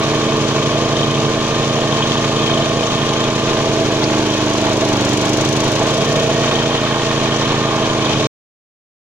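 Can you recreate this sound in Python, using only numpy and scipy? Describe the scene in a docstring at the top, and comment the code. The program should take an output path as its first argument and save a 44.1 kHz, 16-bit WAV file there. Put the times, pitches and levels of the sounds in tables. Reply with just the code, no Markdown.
"""Tall weeds, from the driver's seat of a small single-cylinder tractor pushing a flail mulcher; stereo pair.
From the start each engine cycle gives a sharp pulse, knocks, a panel rattle and a puff of exhaust hiss; gears
whine, and out in front the rotor hums and shreds stalks under its steel hood. From 2 s hard stalks and stones
crack on the flails now and then. Near 4 s the engine labours in a thick patch: its speed sags, the casing
booms, the exhaust hisses, whine and rattle fade. By 6 s it recovers; at 8.27 s the sound breaks off abruptly."""
import sys
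import numpy as np
from scipy import signal
from scipy.fft import rfft, irfft
from scipy.io import wavfile
from scipy.ndimage import uniform_filter1d, minimum_filter1d

SR = 44100
rng = np.random.default_rng(int(sys.argv[2]) if len(sys.argv) > 2 else 0)


def inscribe(sig):
    """Save sig as 16-bit PCM at rate SR to the path in sys.argv[1].

    A 1-D sig is mono; a 2-D sig holds one channel per row.
    Samples are clipped to [-1, 1] before scaling.
    """
    pcm = np.round(np.clip(np.atleast_2d(sig).T, -1, 1) * 32767)
    wavfile.write(sys.argv[1], SR, pcm.astype(np.int16))


N = 401751
TIME = np.arange(N) / SR

# engine speed: t/s, firing rate/Hz
FIRING_RATE = [(0.0, 26.761), (0.82, 27.071), (1.37, 26.942), (1.75, 27.501), (2.16, 27.135),
               (2.69, 27.332), (3.61, 26.814), (4.19, 25.629), (4.34, 25.987), (4.55, 25.449), (4.8, 25.61),
               (5.08, 24.249), (5.34, 25.451), (6.3, 27.994), (6.75, 27.696), (7.6, 27.314), (8.27, 26.37)]
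# engine effort, used as its swing about the mean: t/s, level/dB
ENGINE_EFFORT = [(0, -45.5), (1.4, -45.5), (3.9, -44.5), (4.8, -41), (5.4, -39), (6.1, -41.5), (6.5, -44.5),
                 (7.6, -49.5), (8.27, -45.5)]
# lines of the engine pulse: multiple of the firing rate, relative level/dB
PULSE_ORDERS = [(2, -39.5), (3, -44.5), (4, -29.5), (5, -26.5), (6, -37.5), (7, -36), (8, -29), (9, -28.5),
                (10, -32), (11, -32.5), (12, -26.5), (13, -33), (14, -38), (15, -30.5), (16, -37),
                (17, -31), (18, -47), (19, -39), (20, -39), (21, -41.5), (22, -34), (23, -46), (24, -35),
                (25, -39.5), (26, -60.5)]
# loudness of the engine's clatter: t/s, level/dB
CLATTER_CURVE = [(0, -24.5), (0.8, -27), (3.3, -26), (5.0, -25), (8.27, -24)]
# piston and valve knocks: place in the cycle/0-1, relative level/dB
CYCLE_KNOCKS = [(.06, -7), (.26, -4), (.55, -4.5), (.66, -4), (.83, -16)]
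# resonances of the engine block: f/Hz, width/Hz, relative level/dB
BLOCK_MODES = [(826, 80, -0.5), (1095, 110, 0), (1209, 31, -2), (1380, 260, -9), (1700, 120, -8),
               (1811, 50, -7), (2271, 53, -5), (2487, 54, -5), (3250, 560, -12.5)]
# spectrum of the exhaust hiss: f/Hz, relative level/dB
HISS_SPECTRUM = [(800, -24.5), (2500, 0.5), (6500, 5), (8200, -9.5), (10500, -13.5), (12000, -21.5),
                 (13800, -16.5), (15000, -8), (16000, -24.5)]
# resonances of a loose body panel: f/Hz, width/Hz, relative level/dB
PANEL_MODES = [(2493, 34, -2), (3060, 45, 4), (3200, 84, -1), (3280, 32, 5.5), (3470, 35, -2),
               (3650, 41, 3), (4300, 43, -11.5)]
# bouts in which the panel rattles harder: t/s, half length/s, rise/dB
RATTLE_BOUTS = [(1.04, 0.094, 5.0), (2.05, 0.22, 4), (2.52, .16, 5.5), (3.08, .14, 5.5), (4.32, 0.12, 7.5),
                (6.65, 0.24, 2), (8.08, 0.09, 6.5)]
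# meshing gears, with sidebands: multiple of the firing rate, relative level/dB
MESH_ORDERS = [(38, -41), (39, -33.5), (40, -44.5), (41, -39.5), (43, -55), (44, -33.5), (45, -39.5)]
# high whine of lightly loaded gears: multiple of the firing rate, relative level/dB
HIGH_WHINE_ORDERS = [(66, -40.5), (67, -45.5)]
# hum of the flail rotor: multiple of its turning rate, relative level/dB
HUM_ORDERS = [(4, -32.5), (5, -41.5), (8, -50), (12, -33), (15, -41.5), (30, -41)]
# strength of that hum, used as its swing about the mean: t/s, level/dB
HUM_CURVE = [(0.1, -24.5), (0.57, -25), (4.09, -28), (4.97, -32), (5.17, -30.5), (5.67, -26), (6.03, -21),
             (7.05, -34.5), (8.2, -25.5)]
# resonances of the steel hood: f/Hz, width/Hz, relative level/dB
HOOD_MODES = [(455.6, 110, -1.5), (565, 240, -13), (614, 11, 3.5), (662, 26, 4)]
# clumps of mulch passing under the hood: t/s, half length/s, rise/dB
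MULCH_CLUMPS = [(0.78, .16, 2.5), (1.76, .13, 4.0), (2.66, .12, 4.5), (3.76, .16, 5), (4.78, .08, 4),
                (6.15, .33, 5.0)]
# spectrum of the shredding: f/Hz, relative level/dB
SHRED_SPECTRUM = [(500, -16.5), (1500, -6), (2800, 2), (4300, 1), (5200, -2), (5900, -0.5), (6900, -5),
                  (8000, -19), (10000, -24.5), (11500, -31.5), (13800, -33), (15000, -23), (16000, -46)]
# spectrum of the churned air: f/Hz, relative level/dB
AIR_SPECTRUM = [(12, -0.5), (25, -5.5), (45, -15.5), (80, -18), (125, -1.5), (200, -2), (400, -0.5),
                (520, -3.5), (750, -1), (1100, -6.5), (1400, -9), (2000, -14), (4000, -8.5), (9000, -62)]
# hard stalks and stones on the flails: t/s, peak level/dB, ring f/Hz
FLAIL_HITS = [(2.119, -6.5, 3030), (2.865, -16, 6200), (3.170, -16, 2810), (3.857, -20, 5400),
              (4.040, -6.5, 4910), (5.459, -12, 3600), (7.362, -17, 6000), (8.131, -10, 3200),
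              (8.242, -10, 3700), (8.259, -22, 4000)]
# likeness of noise at the two microphones: f/Hz, correlation/0-1
MIC_LIKENESS = [(60, .997), (250, .994), (550, .985), (1000, .88), (1400, .77), (2000, .62), (4000, .35),
                (8000, .05)]
# balance of the microphone pair: f/Hz, left minus right level/dB
MIC_BALANCE = [(60, 0), (140, -2.3), (330, -2), (800, -2), (1200, -0.5), (1700, -6.5), (2500, 0),
               (3200, 4.5), (3900, 0.5), (4800, 0), (5800, 8.5), (6800, 12), (9000, 19.5), (15000, 9)]

FREE_HZ, BOGGED_HZ = 27.5, 25.8   # firing rate running free and fully bogged down
CASE_RING_HZ, CASE_RANGE_HZ = 27.1, .65   # firing rates around which the gear case rings
ROTOR_RATIO = 1.3594   # rotor turns per firing
PULSE_AT, PUFF_AT, RATTLE_AT, BOUNCE_AT = 0.1786, .87, .69, 1   # places in the cycle, 0-1
# levels running free, and their change when fully bogged down
PULSE_DB, PULSE_BOGGED_DB = -18.5, -0.6
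BOOM_DB, BOOM_BOGGED_DB = -2, 7.5
RATTLE_DB, RATTLE_BOGGED_DB = -29, -10
AIR_DB, AIR_BOGGED_DB = -25.5, 1
# gains at mean effort, and dB gained per dB of effort
EXHAUST_DB, EXHAUST_FOLLOWS = -39.5, 1.81
GEAR_DB, GEAR_FOLLOWS = -10.5, -0.23
HOOD_DB, HOOD_FOLLOWS = -25.5, .25
SHRED_DB, SHRED_FOLLOWS = -26.3, 0.18
HUM_DB, HUM_FOLLOWS = 0.65, 0.94   # gain at the mean of HUM_CURVE, and dB per dB of its swing
STOP_S = 8.27


def from_db(db):
    """Decibels to gain."""
    return 10 ** (np.asarray(db) / 20)


def rms_one(x):
    """Scale to unit rms."""
    return x / np.sqrt(np.mean(x ** 2) + 1e-20)


def in_time(rows):
    """A curve at every sample."""
    return np.interp(TIME, *np.transpose(rows))


def swing(rows):
    """A level curve as dB above its mean while the machine runs."""
    db = in_time(rows)
    return db - db[TIME < STOP_S].mean()


def swells(rows):
    """Bell-shaped rises in level/dB, one for each row."""
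    return sum(db * np.exp(-((TIME - s) / half_s) ** 2) for s, half_s, db in rows)


def at_hz(points, size=4096):
    """A spectrum on an even frequency grid, joined on a log axis."""
    hz, value = np.transpose(points)
    return np.interp(np.log(np.linspace(1, SR / 2, size + 1)), np.log(hz), value)


def drift(rate):
    """A random wander of spread 1, with `rate` new values a second."""
    knots = rng.standard_normal(4000)
    return np.interp(TIME * rate, np.arange(len(knots)), knots) * np.sqrt(3 / 2)


def colour(x, db):
    """Minimum-phase filter from levels on the even grid: it rings after a blow, never before."""
    cepstrum = irfft(np.log(from_db(db)))
    half = len(cepstrum) // 2
    cepstrum[1:half] *= 2
    cepstrum[half + 1:] = 0
    impulse = irfft(np.exp(rfft(cepstrum)))
    return signal.oaconvolve(np.atleast_2d(x), impulse[None], axes=1)[:, :N]


def resonate(x, modes):
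    """Parallel resonances with alternating signs."""
    out = 0
    for k, (hz, width, db) in enumerate(modes):
        r = np.exp(-np.pi * width / SR)
        poles = [1, -2 * r * np.cos(2 * np.pi * hz / SR), r * r]
        out = out + (-1) ** k * from_db(db) * (1 - r * r) / 2 * signal.lfilter([1, 0, -1], poles, x)
    return out


def wide_noise():
    """White noise at the two microphones, alike in the bass and unrelated in the treble."""
    alike = np.clip(at_hz(MIC_LIKENESS), -.999, .999)
    mid = colour(rng.standard_normal(N), 10 * np.log10(1 + alike))
    side = colour(rng.standard_normal(N), 10 * np.log10(1 - alike))
    return rms_one(mid + side * [[1], [-1]])


def burst(cycles, place, rise, decay):
    """Envelope that swells and dies once a cycle; times are shares of the cycle."""
    age = (cycles - place) % 1
    return (1 - np.exp(-age / rise)) * np.exp(-age / decay)


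def shaft_tones(turns, orders, waver_db, waver_rate, shake_rad=0.06):
    """Tones locked to a shaft, each wavering in strength and shaken in phase."""
    out = 0
    for k, db in orders:
        angle = 2 * np.pi * (k * turns + rng.random()) + shake_rad * drift(waver_rate)
        out = out + from_db(db + waver_db * drift(waver_rate)) * np.cos(angle)
    return np.sqrt(2) * out


def engine_pulse(cycles, speed, boom_db, boom_hz=330, boom_octaves=0.22,
                 bare_db=-32.5, bare_hz=600, waver_db=0.76, uneven_db=0.67):
    """One sharp suction pulse a cycle, the pipes ringing on in between; under load the casing booms."""
    out = 0
    for k, db in PULSE_ORDERS:
        near_boom = np.exp(-(np.log2(k * speed / boom_hz) / boom_octaves) ** 2)
        gain = from_db(db + near_boom * boom_db + waver_db * drift(7))
        bare = from_db(bare_db) * np.exp(-(k * speed / bare_hz) ** 2)
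        # what a line holds beyond the bare pulse is ringing, which leads or lags it
        ring_phase = rng.choice([-1, 1]) * np.arccos(np.clip(bare / gain, 0, 1))
        out = out - gain * np.cos(2 * np.pi * k * (cycles - PULSE_AT) + ring_phase)
    return rms_one(out * from_db(uneven_db * drift(27)))


def clatter(cycles, uneven_db=3.5, floor=0.26):
    """Piston and valves knock on the block, a little differently in each cycle."""
    knocks = sum(from_db(db + uneven_db * drift(27)) * burst(cycles, place, rise=0.014, decay=.07)
                 for place, db in CYCLE_KNOCKS)
    return rms_one(resonate(wide_noise() * (floor + knocks), BLOCK_MODES))


def exhaust_hiss(cycles, uneven_db=0.5, crunch_db=0.5):
    """Gas jets out in a ragged puff each time the exhaust valve opens."""
    ragged = from_db(uneven_db * drift(27) + crunch_db * drift(700))
    puffs = ragged * burst(cycles, PUFF_AT, rise=0.064, decay=.14)
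    return rms_one(colour(wide_noise() * puffs, at_hz(HISS_SPECTRUM)))


def panel_rattle(cycles, decay=.035, uneven_db=2.4, bounce_db=-4, buzz=0.053):
    """Each firing throws a loose panel against its stop: a short ping, a bounce and a faint buzz."""
    ping = burst(cycles, RATTLE_AT, 0.012, decay) * from_db(uneven_db * drift(27))
    bounce = burst(cycles, BOUNCE_AT, 0.0032, decay) * from_db(bounce_db + uneven_db * drift(27))
    return rms_one(resonate(wide_noise() * (ping + bounce + buzz), PANEL_MODES))


def engine(cycles, speed, bogged, effort_db):
    """Close to the seat: effort hardens the exhaust; as speed sags the casing booms, the panel quietens."""
    boom_db = BOOM_DB + BOOM_BOGGED_DB * bogged
    pulse = from_db(PULSE_DB + PULSE_BOGGED_DB * bogged) * engine_pulse(cycles, speed, boom_db)
    knocks = from_db(in_time(CLATTER_CURVE)) * clatter(cycles)
    hiss = from_db(EXHAUST_DB + EXHAUST_FOLLOWS * effort_db) * exhaust_hiss(cycles)
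    rattle = from_db(RATTLE_DB + RATTLE_BOGGED_DB * bogged + swells(RATTLE_BOUTS)) * panel_rattle(cycles)
    return pulse + knocks + hiss + rattle


def gears(cycles, speed, effort_db, ring_db=11, high_db=1.5, fade_db_per_hz=12.5):
    """The mesh whines loudest at the speed that rings its case; a higher whine joins when running free."""
    in_tune = np.exp(-((speed - CASE_RING_HZ) / CASE_RANGE_HZ) ** 2)
    sag_hz = np.maximum(FREE_HZ - speed, 0)
    mesh = shaft_tones(cycles, MESH_ORDERS, waver_db=1.0, waver_rate=17, shake_rad=0.2)
    high_whine = shaft_tones(cycles, HIGH_WHINE_ORDERS, waver_db=3.0, waver_rate=25, shake_rad=0.4)
    return (from_db(GEAR_DB + ring_db * in_tune + GEAR_FOLLOWS * effort_db) * mesh
            + from_db(high_db - fade_db_per_hz * sag_hz) * high_whine)


def rotor_hum(cycles):
    """The flail rotor, geared to the engine, hums at multiples of its turning rate."""
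    hum = shaft_tones(cycles * ROTOR_RATIO, HUM_ORDERS, waver_db=2.5, waver_rate=8)
    return from_db(HUM_DB + HUM_FOLLOWS * swing(HUM_CURVE)) * hum


def hood_drumming(lumpy_db=0.5):
    """Mulch drums on the steel hood, swelling as each clump passes."""
    mulch = wide_noise() * from_db(lumpy_db * drift(50))
    return from_db(swells(MULCH_CLUMPS)) * rms_one(resonate(mulch, HOOD_MODES))


def shredding(snaps_per_s=700, size_db=4.5, snap_s=0.0038, rustle=0.39):
    """Stalks snap in quick succession, each a tiny burst over the rustle of leaves."""
    sizes = from_db(size_db * np.minimum(rng.exponential(1, N), 3.5))
    snaps = (rng.random(N) < snaps_per_s / SR) * sizes ** 2
    power = signal.lfilter([1], [1, -np.exp(-1 / (snap_s * SR))], snaps + 1e-18)
    envelope = np.sqrt(rustle + power / power.mean() / 2)
    return rms_one(colour(wide_noise() * envelope, at_hz(SHRED_SPECTRUM)))


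def rotor_air(patchy_db=2.5):
    """Turbulent air churned by the flails."""
    return rms_one(colour(wide_noise() * from_db(patchy_db * drift(60)), at_hz(AIR_SPECTRUM)))


def flail_hits(decay_s=0.0058, width_hz=900):
    """A hard stalk or a stone gives a brief crack with a ring of steel, dulled by the hood."""
    out, age = np.zeros((2, N)), np.arange(SR // 40) / SR
    dull = signal.butter(6, 7000, fs=SR, output="sos")
    for s, db, hz in FLAIL_HITS:
        snap = rng.standard_normal((2, len(age))) * np.exp(-age / decay_s)
        crack = signal.sosfilt(dull, resonate(snap, [(hz, width_hz, 0)]))
        start = round(s * SR)
        out[:, start:start + len(age)] += from_db(db) * crack / np.abs(crack).max()
    return out


def mulcher(cycles, bogged, effort_db):
    """Out in front: the rotor hums; the more weeds it takes in, the louder it drums, shreds and churns."""
    hum = rotor_hum(cycles)
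    drumming = from_db(HOOD_DB + HOOD_FOLLOWS * effort_db) * hood_drumming()
    stalks = from_db(SHRED_DB + SHRED_FOLLOWS * effort_db) * shredding()
    air = from_db(AIR_DB + AIR_BOGGED_DB * bogged) * rotor_air()
    return hum + drumming + stalks + air + flail_hits()


def scene():
    """Engine, gears and mulcher from the driver's seat, all driven by one crankshaft."""
    speed, effort_db = in_time(FIRING_RATE), swing(ENGINE_EFFORT)
    cycles = np.cumsum(speed) / SR
    bogged = np.clip((FREE_HZ - speed) / (FREE_HZ - BOGGED_HZ), 0, 1)
    return (engine(cycles, speed, bogged, effort_db) + gears(cycles, speed, effort_db)
            + mulcher(cycles, bogged, effort_db))


def limiter(x, ceiling_db=-2.5, window=221):
    """The recorder turns its gain down for a few milliseconds around each peak above the ceiling."""
    needed = np.minimum(1, from_db(ceiling_db) / (np.abs(x).max(axis=0) + 1e-12))
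    return x * uniform_filter1d(minimum_filter1d(needed, window), window)


def record(dry, left_lag_s=1.25e-4, cutoff_hz=15700):
    """Two unlike microphone ports, the left slightly farther off; then limiter, dead stop and top cut."""
    balance_db = at_hz(MIC_BALANCE)
    left = np.interp(TIME - left_lag_s, TIME, dry[0])
    pair = np.vstack([colour(left, balance_db / 2), colour(dry[1], -balance_db / 2)])
    top_cut = signal.ellip(10, .2, 80, cutoff_hz, fs=SR, output="sos")
    return signal.sosfilt(top_cut, limiter(pair) * (TIME < STOP_S))


dry = scene()
out = record(dry)
inscribe(out)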